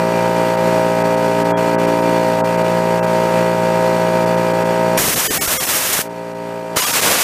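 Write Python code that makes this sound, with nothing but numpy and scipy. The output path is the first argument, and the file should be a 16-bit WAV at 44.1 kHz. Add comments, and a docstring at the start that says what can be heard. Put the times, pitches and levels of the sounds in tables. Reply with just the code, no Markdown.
"""Workshop compressor and two air blasts

A small piston compressor drones on: knocking strokes, gulps of air, a slapping reed valve, a rattling shroud.
Up close, a finger holds an air-line filter's drain open for a second and it spits air and water; then the
hose coupling pops off and air rushes out. The camera's gain control ducks under each blast and creeps back.
Now and then the hiss breaks off for an instant, and thin tones and chirps ring in the gap."""
import sys
import numpy as np
from scipy import signal
from scipy.fft import rfft, irfft
from scipy.io import wavfile
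from scipy.ndimage import uniform_filter1d

SR = 44100
rng = np.random.default_rng(int(sys.argv[2]) if len(sys.argv) > 2 else 0)


def unload_wav(signal):
    """Save mono or channel-first audio to the path in sys.argv[1] as 16-bit WAV at rate SR, clipped to [-1, 1]."""
    wavfile.write(
        sys.argv[1],
        SR,
        np.round(np.clip(np.atleast_2d(signal).T, -1, 1) * 32767).astype(np.int16),
    )


N = 318843
T = np.arange(N) / SR
FREQS = np.maximum(np.fft.rfftfreq(N, 1 / SR), 1)


def undb(db):
    """Decibels to gain."""
    return 10 ** (np.asarray(db) / 20)


def unit(x):
    """Scale to rms 1."""
    return x / np.sqrt(np.mean(x ** 2))


def walk(rate):
    """A smooth random wobble of rms 1 that moves about rate times a second."""
    step = max(int(SR / rate), 2)
    held = np.repeat(rng.standard_normal(N // step + 1), step)
    return unit(uniform_filter1d(uniform_filter1d(held, step), step)[:N])


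def noise(colour):
    """Noise of rms 1, shaped by (frequency [Hz], level [dB]) points."""
    hz, db = np.transpose(colour)
    curve = undb(np.interp(np.log(FREQS), np.log(hz), db))
    return unit(irfft(rfft(rng.standard_normal(N)) * curve, N))


def resonate(x, modes):
    """Ring a bank of (frequency [Hz], width [Hz], level [dB]) resonances; the result has rms 1."""
    response = sum(undb(db) / (1 + 1j * (FREQS ** 2 - hz ** 2) / (FREQS * width))
                   for hz, width, db in modes)
    return unit(irfft(rfft(x) * response, N))


def bump(s, length, t=T):
    """A flat-topped swell from 0 to 1 and back, centred on s."""
    return np.exp(-np.square(np.square(2 * (t - s) / length)))


def swells(rows):
    """A level ride in dB, summed from (time [s], length [s], level [dB]) swells."""
    return sum(db * bump(s, length) for s, length, db in rows)


def walls(x, echo_db, decay_s):
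    """Dense reflections off bench and walls give noise a fine, slightly metallic grain."""
    age = np.arange(SR // 5) / SR
    tail = rng.standard_normal(len(age)) * np.exp(-age / decay_s)
    echoes = signal.fftconvolve(x, tail / np.linalg.norm(tail))[:N]
    return unit(x + undb(echo_db) * echoes)


def intake(turns):
    """The pump gulps air once a turn: a pulsing breath, reflected around the room."""
    # colour of the intake air and pump rattle: (frequency [Hz], relative level [dB])
    colour = [(25, -34), (70, -15.5), (140, -9), (240, 1), (290, -0.5), (420, -1), (850, -2), (1100, -8),
              (1550, -8.5), (2200, -14), (2700, -14), (3300, -17), (4300, -18.5), (5300, -21), (7500, -22),
              (9500, -25.5), (15000, -31)]
    gulp = (1 + .15 * np.cos(2 * np.pi * (turns - .15))) * undb(.7 * walk(27))
    return walls(noise(colour), echo_db=-10.5, decay_s=0.019) * gulp


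def shroud(turns, decay_turns=0.96):
    """A clack on every turn, over a steady rattle, rings the cylinder head and shroud."""
    # rings of the metal: (frequency [Hz], width [Hz], relative level [dB])
    modes = [(2375, 37, 0), (2630, 400, -4), (3390, 76, -5), (4380, 60, -3), (4560, 87, -4), (4830, 97, -9),
             (5630, 54, -4.5), (6860, 70, -8), (7700, 70, -7), (8320, 110, -11), (9400, 50, -19),
             (13400, 450, -16), (14000, 50, -14)]
    clacks = (1 + np.exp(-(turns % 1) / decay_turns)) * rng.standard_normal(N)
    return resonate(clacks, modes)


def piston(turns, scatter=0.11, dispersion=.003, waver_db=0.88, jitter_turns=0.00054):
    """Each turn sends the same knocks through the casing; the walls scatter and sway their partials."""
    # tone of a stroke through the casing: (multiple of the stroke rate, relative level [dB])
    partials = [(1, -27), (2, -8.5), (3, -0.3), (4, -6.5), (5, -8.5), (6, -5.5), (7, -3), (8, -12),
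                (9, 3.5), (10, -7), (11, 3.5), (12, -15.5), (13, -13), (14, -5), (15, -13.5), (16, 1),
                (17, -6.5), (18, -16), (19, -26), (20, -16), (21, -20.5), (22, -11.5), (23, -26), (24, -20),
                (25, -20), (26, -14), (27, -33), (28, -14.5), (29, -15.5), (30, -29), (31, -36), (32, -21),
                (33, -30), (34, -13.5), (35, -36), (36, -28), (37, -19), (38, -44), (39, -29.5), (40, -43),
                (41, -17.5), (42, -29), (43, -22.5), (44, -33), (45, -33), (46, -25), (47, -27)]
    # knocks of piston and valves, which set each partial's phase: (position [turns], signed pressure)
    knocks = [(0, -1), (.093, .9), (.283, -.55), (.373, -.49)]
    # one partial swells or fades: (time [s], length [s], multiple of the stroke rate, change [dB])
    wavers = [(1.25, 0.7, 6, -22), (1.5, 1.2, 7, 3), (2.044, 0.34, 6, 2.5), (3.5, 2, 3, 1.5),
              (1.762, 1.67, 5, 7.5), (1.8, 1, 3, -0.5), (2.39, 0.27, 6, -19), (3.5, 1.8, 5, -9),
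              (4.0, 2.2, 12, -5.5), (6.349, 0.98, 6, -10), (6.4, 1.5, 5, 6), (6.399, 1.2, 7, 4)]
    turns = turns + jitter_turns * walk(58)  # no two strokes are quite the same length
    tone = 0
    for k, partial_db in partials:
        knock_phase = np.angle(sum(push * np.exp(-2j * np.pi * k * at) for at, push in knocks))
        lag = dispersion * k ** 2  # high partials arrive later and smear each knock
        stray = scatter * (k / 10) ** 2 * rng.standard_normal()  # short waves scatter most
        phase = 2 * np.pi * k * turns + knock_phase - lag + stray
        swell_db = swells((s, length, db) for s, length, multiple, db in wavers if multiple == k)
        tone = tone + undb(partial_db + swell_db + waver_db * walk(16)) * np.cos(phase)
    return unit(tone)


def reed_slaps(turns, uneven_db=3, late_turns=0.048):
    """The reed valve slaps shut just after each turn's main knock, never twice with the same force."""
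    # ring of the reed: (frequency [Hz], width [Hz], relative level [dB])
    modes = [(2610, 590, 0), (4450, 900, -15)]
    shuts = np.diff(np.floor(turns - late_turns), prepend=-1) > 0
    slaps = shuts * undb(uneven_db * walk(58))
    return resonate(resonate(slaps, modes), modes)


def compressor(stroke_hz=57.8, wander=0.000983, level_db=-14.5):
    """The drone: one speed and one load, with air and rattle tucked under the piston tone."""
    turns = np.cumsum(stroke_hz * (1 + wander * walk(4))) / SR
    breath = undb(-11.5) * intake(turns)
    rattle = undb(-23) * shroud(turns)
    tone = piston(turns)
    uneven_db = .5 * walk(40)
    slaps = undb(-28.5) * reed_slaps(turns)
    return (tone + breath + rattle + slaps) * undb(level_db + uneven_db)


def thin_tones(s, length, t, count=7, low_hz=4800, top_hz=14800, outlast_s=.01, stagger_s=.004):
    """A handful of unrelated high tones around one gap, each coming and going at its own moment."""
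    place, phase, stagger = rng.random((count, 3)).T
    pitches = low_hz * (top_hz / low_hz) ** ((np.arange(count) + place) / count)
    swell = bump(s + stagger_s * (2 * stagger - 1), length + outlast_s, t[:, None])
    tones = np.sin(2 * np.pi * (np.outer(t, pitches) + phase))
    return (swell * tones).sum(axis=1) * np.sqrt(2 / count)


def hiss_gaps(x, shoulder_db=-3.5, shoulder_s=.016):
    """The hiss drops out for an instant inside a wider, shallow sag; thin tones ring through the gap."""
    # gaps: (time [s], length [s], depth [dB], lower edge [Hz], tones relative to the hiss [dB])
    gaps = [(0.563, .007, -10, 2800, -16), (1.034, .009, -18, 2800, -20), (1.161, .009, -11, 2800, -16),
            (1.439, .009, -18, 2400, -20), (1.545, .044, -38, 2000, -30), (1.77, .024, -35, 2600, -30),
            (1.866, .007, -11, 2600, -18), (2.015, .012, -9, 1800, -10), (2.428, .025, -35, 1700, -28),
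            (2.569, .007, -13, 2600, -16), (2.633, .007, -10, 2600, -16), (3.014, .024, -28, 1800, -18),
            (3.06, .007, -12, 2600, -16), (4.255, .007, -15, 2300, -20), (4.362, .007, -15, 2300, -12),
            (4.53, .006, -11, 2600, -16), (4.642, .007, -11, 2400, -14), (4.982, .006, -2, 3000, -2),
            (5.153, .011, -14, 700, -8), (5.291, .025, -30, 500, -9), (5.396, .024, -32, 600, -13),
            (5.47, .009, -13, 40, -8), (5.589, .021, -27, 100, -6), (5.662, .009, -13, 40, -7),
            (6.089, .01, -10, 2400, -30), (6.342, .007, -12, 2400, -20), (6.815, .008, -13, 150, -5),
            (6.859, .009, -13, 150, -6), (6.922, .009, -13, 150, -7), (7.0105, .005, -9, 150, -20)]
    out, reach = x.copy(), SR // 16
    for s, length, depth_db, hz, tones_db in gaps:
        near = slice(int(s * SR) - reach, int(s * SR) + reach)
        t = T[near]
        hiss = signal.sosfiltfilt(signal.butter(3, hz, "high", fs=SR, output="sos"), out[near])
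        gap_db = depth_db * bump(s, length, t) + shoulder_db * bump(s, length + shoulder_s, t)
        tones = thin_tones(s, length, t) * np.std(hiss) * undb(tones_db)
        out[near] += hiss * (undb(gap_db) - 1) + tones
    return out


def chirps():
    """Short, steady-pitched blips stand out where the hiss breaks off."""
    # blips: (time [s], length [s], pitch [Hz], peak level [dB])
    blips = [(1.545, .05, 2363, -38), (1.552, .042, 3278, -37), (3.014, .03, 2659, -37),
             (5.292, .04, 436, -26), (5.297, .03, 1800, -27), (5.294, .03, 3036, -29),
             (5.392, .03, 785, -28), (5.399, .036, 2239, -28), (5.394, .028, 1862, -28),
             (5.47, .022, 1378, -24), (5.592, .036, 516, -26), (5.59, .028, 1227, -29),
             (5.582, .036, 2120, -28), (5.595, .032, 3316, -29), (6.815, .032, 1006, -23),
             (6.813, .026, 2912, -26), (6.858, .03, 1200, -22), (6.858, .024, 3294, -25),
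             (6.922, .03, 931, -25)]
    out, reach = np.zeros(N), SR // 16
    for s, length, hz, db in blips:
        near = slice(int(s * SR) - reach, int(s * SR) + reach)
        tone = np.sin(2 * np.pi * (hz * T[near] + rng.random()))
        out[near] += undb(db) * bump(s, length, T[near]) * tone
    return out


def jet(hiss_colour, rumble_colour, rumble_db, flutter_db, eddy_db):
    """Air shears out of a narrow opening as hiss; larger eddies tumble beneath it."""
    hiss = noise(hiss_colour) * undb(flutter_db * walk(70))
    rumble = noise(rumble_colour) * undb(rumble_db + eddy_db * walk(90))
    return hiss + rumble


def opening(age, attack_s):
    """The flow builds from 0 to 1 as a port opens."""
    return np.square(1 - np.exp(-age / attack_s))


def shutting(s, cut_s=0.0042, tail_db=-7.5, tail_s=0.018):
    """The flow is cut off and leaves a short tail."""
    since = np.maximum(T - s, 0)
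    return np.maximum(np.exp(-since / cut_s), undb(tail_db) * np.exp(-since / tail_s))


def drain(opens_s=4.973, shuts_s=6.016, level_db=3.0, calm_db_per_s=7, sag_db_per_s=0.4):
    """The held drain blows as the pressure sags; its rumble spurts, then calms as the water clears."""
    # colours of the jet's hiss and rumble: (frequency [Hz], relative level [dB])
    hiss_colour = [(30, -18), (200, -7.5), (900, -2.5), (2000, -3), (3000, -4.5), (4300, -7), (6000, -4.5),
                   (8200, -4.5), (10500, -5), (13500, -4), (15000, -9.5)]
    rumble_colour = [(25, -21), (70, -2), (170, -0.5), (400, 0), (700, -7), (1500, -20), (4000, -26)]
    # slugs of water burble out: (time [s], length [s], rumble lift [dB])
    spurts = [(5.0, 0.02, 5), (5.165, 0.048, 6), (5.31, 0.041, 3.5), (5.44, 0.03, 4), (5.545, 0.022, 8),
              (5.625, 0.03, 4)]
    age = np.maximum(T - opens_s, 0)
    rumble_db = -13.5 - calm_db_per_s * age + swells(spurts)
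    air = jet(hiss_colour, rumble_colour, rumble_db, flutter_db=1.42, eddy_db=4.0)
    flow = opening(age, attack_s=0.007) * shutting(shuts_s)
    return air * undb(level_db - sag_db_per_s * age) * flow


def pops():
    """A seal lets go or a drop is spat out: a burst of pressure a few milliseconds long."""
    # pops and spits of the valves: (time [s], level [dB], pitch [Hz], decay [s])
    hits = [(4.973, -16, 900, 0.0011), (4.979, -1, 2500, 0.0016), (4.9817, 9, 6400, 0.00088),
            (4.9874, 5, 1690, 0.0018), (5.544, 4, 503, 0.0025), (5.99, 10, 1400, 0.001),
            (5.991, 11, 450, 0.0019), (6.758, -6, 500, 0.0019), (6.768, 3, 7060, 0.0012),
            (6.769, 7.5, 259, 0.0024), (6.7714, 12, 1290, 0.00091)]
    out = np.zeros(N)
    age = np.arange(SR // 20) / SR
    for s, db, hz, decay in hits:
        burst = np.sin(2 * np.pi * hz * age) + 0.4 * rng.standard_normal(len(age))
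        start = int(s * SR)
        out[start:start + len(age)] += undb(db) * burst * np.exp(-age / decay)
    return signal.sosfilt(signal.butter(2, 70, "high", fs=SR, output="sos"), out)


def hold(db, fall_db_per_s):
    """Follow every rise at once and fall back at a steady rate."""
    fall = fall_db_per_s * T
    return np.maximum.accumulate(db + fall) - fall


def gain_control(x, threshold_db=-21, sense_hz=4000, attack_s=0.0067, slow_share=0.53, quick_share=0.28):
    """Loud treble ducks the gain at once; part of it springs back, the rest creeps back."""
    treble = signal.sosfilt(signal.butter(1, sense_hz, "high", fs=SR, output="sos"), x)
    pole = np.exp(-1 / (attack_s * SR))
    power = signal.lfilter([1 - pole], [1, -pole], treble ** 2)
    over_db = np.maximum(10 * np.log10(power + 1e-12) - threshold_db, 0)
    duck_db = slow_share * hold(over_db, 9.0) + quick_share * hold(over_db, 600)
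    return x * undb(-duck_db)


def hose(opens_s=6.758, level_db=2.0, swell_db_per_s=11, gust_share=0.22):
    """Air rushes from the freed plug, louder as the coupling moves clear; gusts lift the rumble most."""
    # colours of the jet's hiss and rumble: (frequency [Hz], relative level [dB])
    hiss_colour = [(30, -24), (200, -26), (1000, 2.5), (1700, -1), (2600, 0), (3700, -3), (5800, -1.5),
                   (9500, -3.5), (12800, -5), (15000, -8)]
    rumble_colour = [(25, -24), (90, -13), (250, -4), (400, -5), (600, -0.5), (900, -9), (1800, -10),
                     (5000, -18.5)]
    # the jet swings at the microphone and buffets it: (time [s], length [s], rumble lift [dB])
    gusts = [(6.769, 0.012, 4), (6.89, 0.023, 3), (6.975, 0.065, 6), (7.098, 0.16, 11), (7.185, 0.023, 5.5)]
    age = np.maximum(T - opens_s, 0)
    gust_db = swells(gusts)
    rumble_db = -8.5 + (1 - gust_share) * gust_db
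    air = jet(hiss_colour, rumble_colour, rumble_db, flutter_db=1.3, eddy_db=1.4)
    ride_db = level_db + swell_db_per_s * age + gust_share * gust_db
    return air * undb(ride_db) * opening(age, attack_s=0.0076)


def scene():
    """The compressor runs on under both blasts, everything dead centre."""
    return np.tile(compressor() + drain() + hose() + pops(), (2, 1))


def record(dry, ceiling=.82, top_hz=15050):
    """The mono camera chain: ride the gain, add gaps and chirps, clip the peaks, cut the top."""
    ducked = gain_control(dry.mean(axis=0))
    clipped = np.clip(hiss_gaps(ducked) + chirps(), -ceiling, ceiling)
    high_cut = signal.ellip(12, .2, 90, top_hz, fs=SR, output="sos")
    return np.tile(signal.sosfilt(high_cut, clipped), (2, 1))


dry = scene()
out = record(dry)
unload_wav(out)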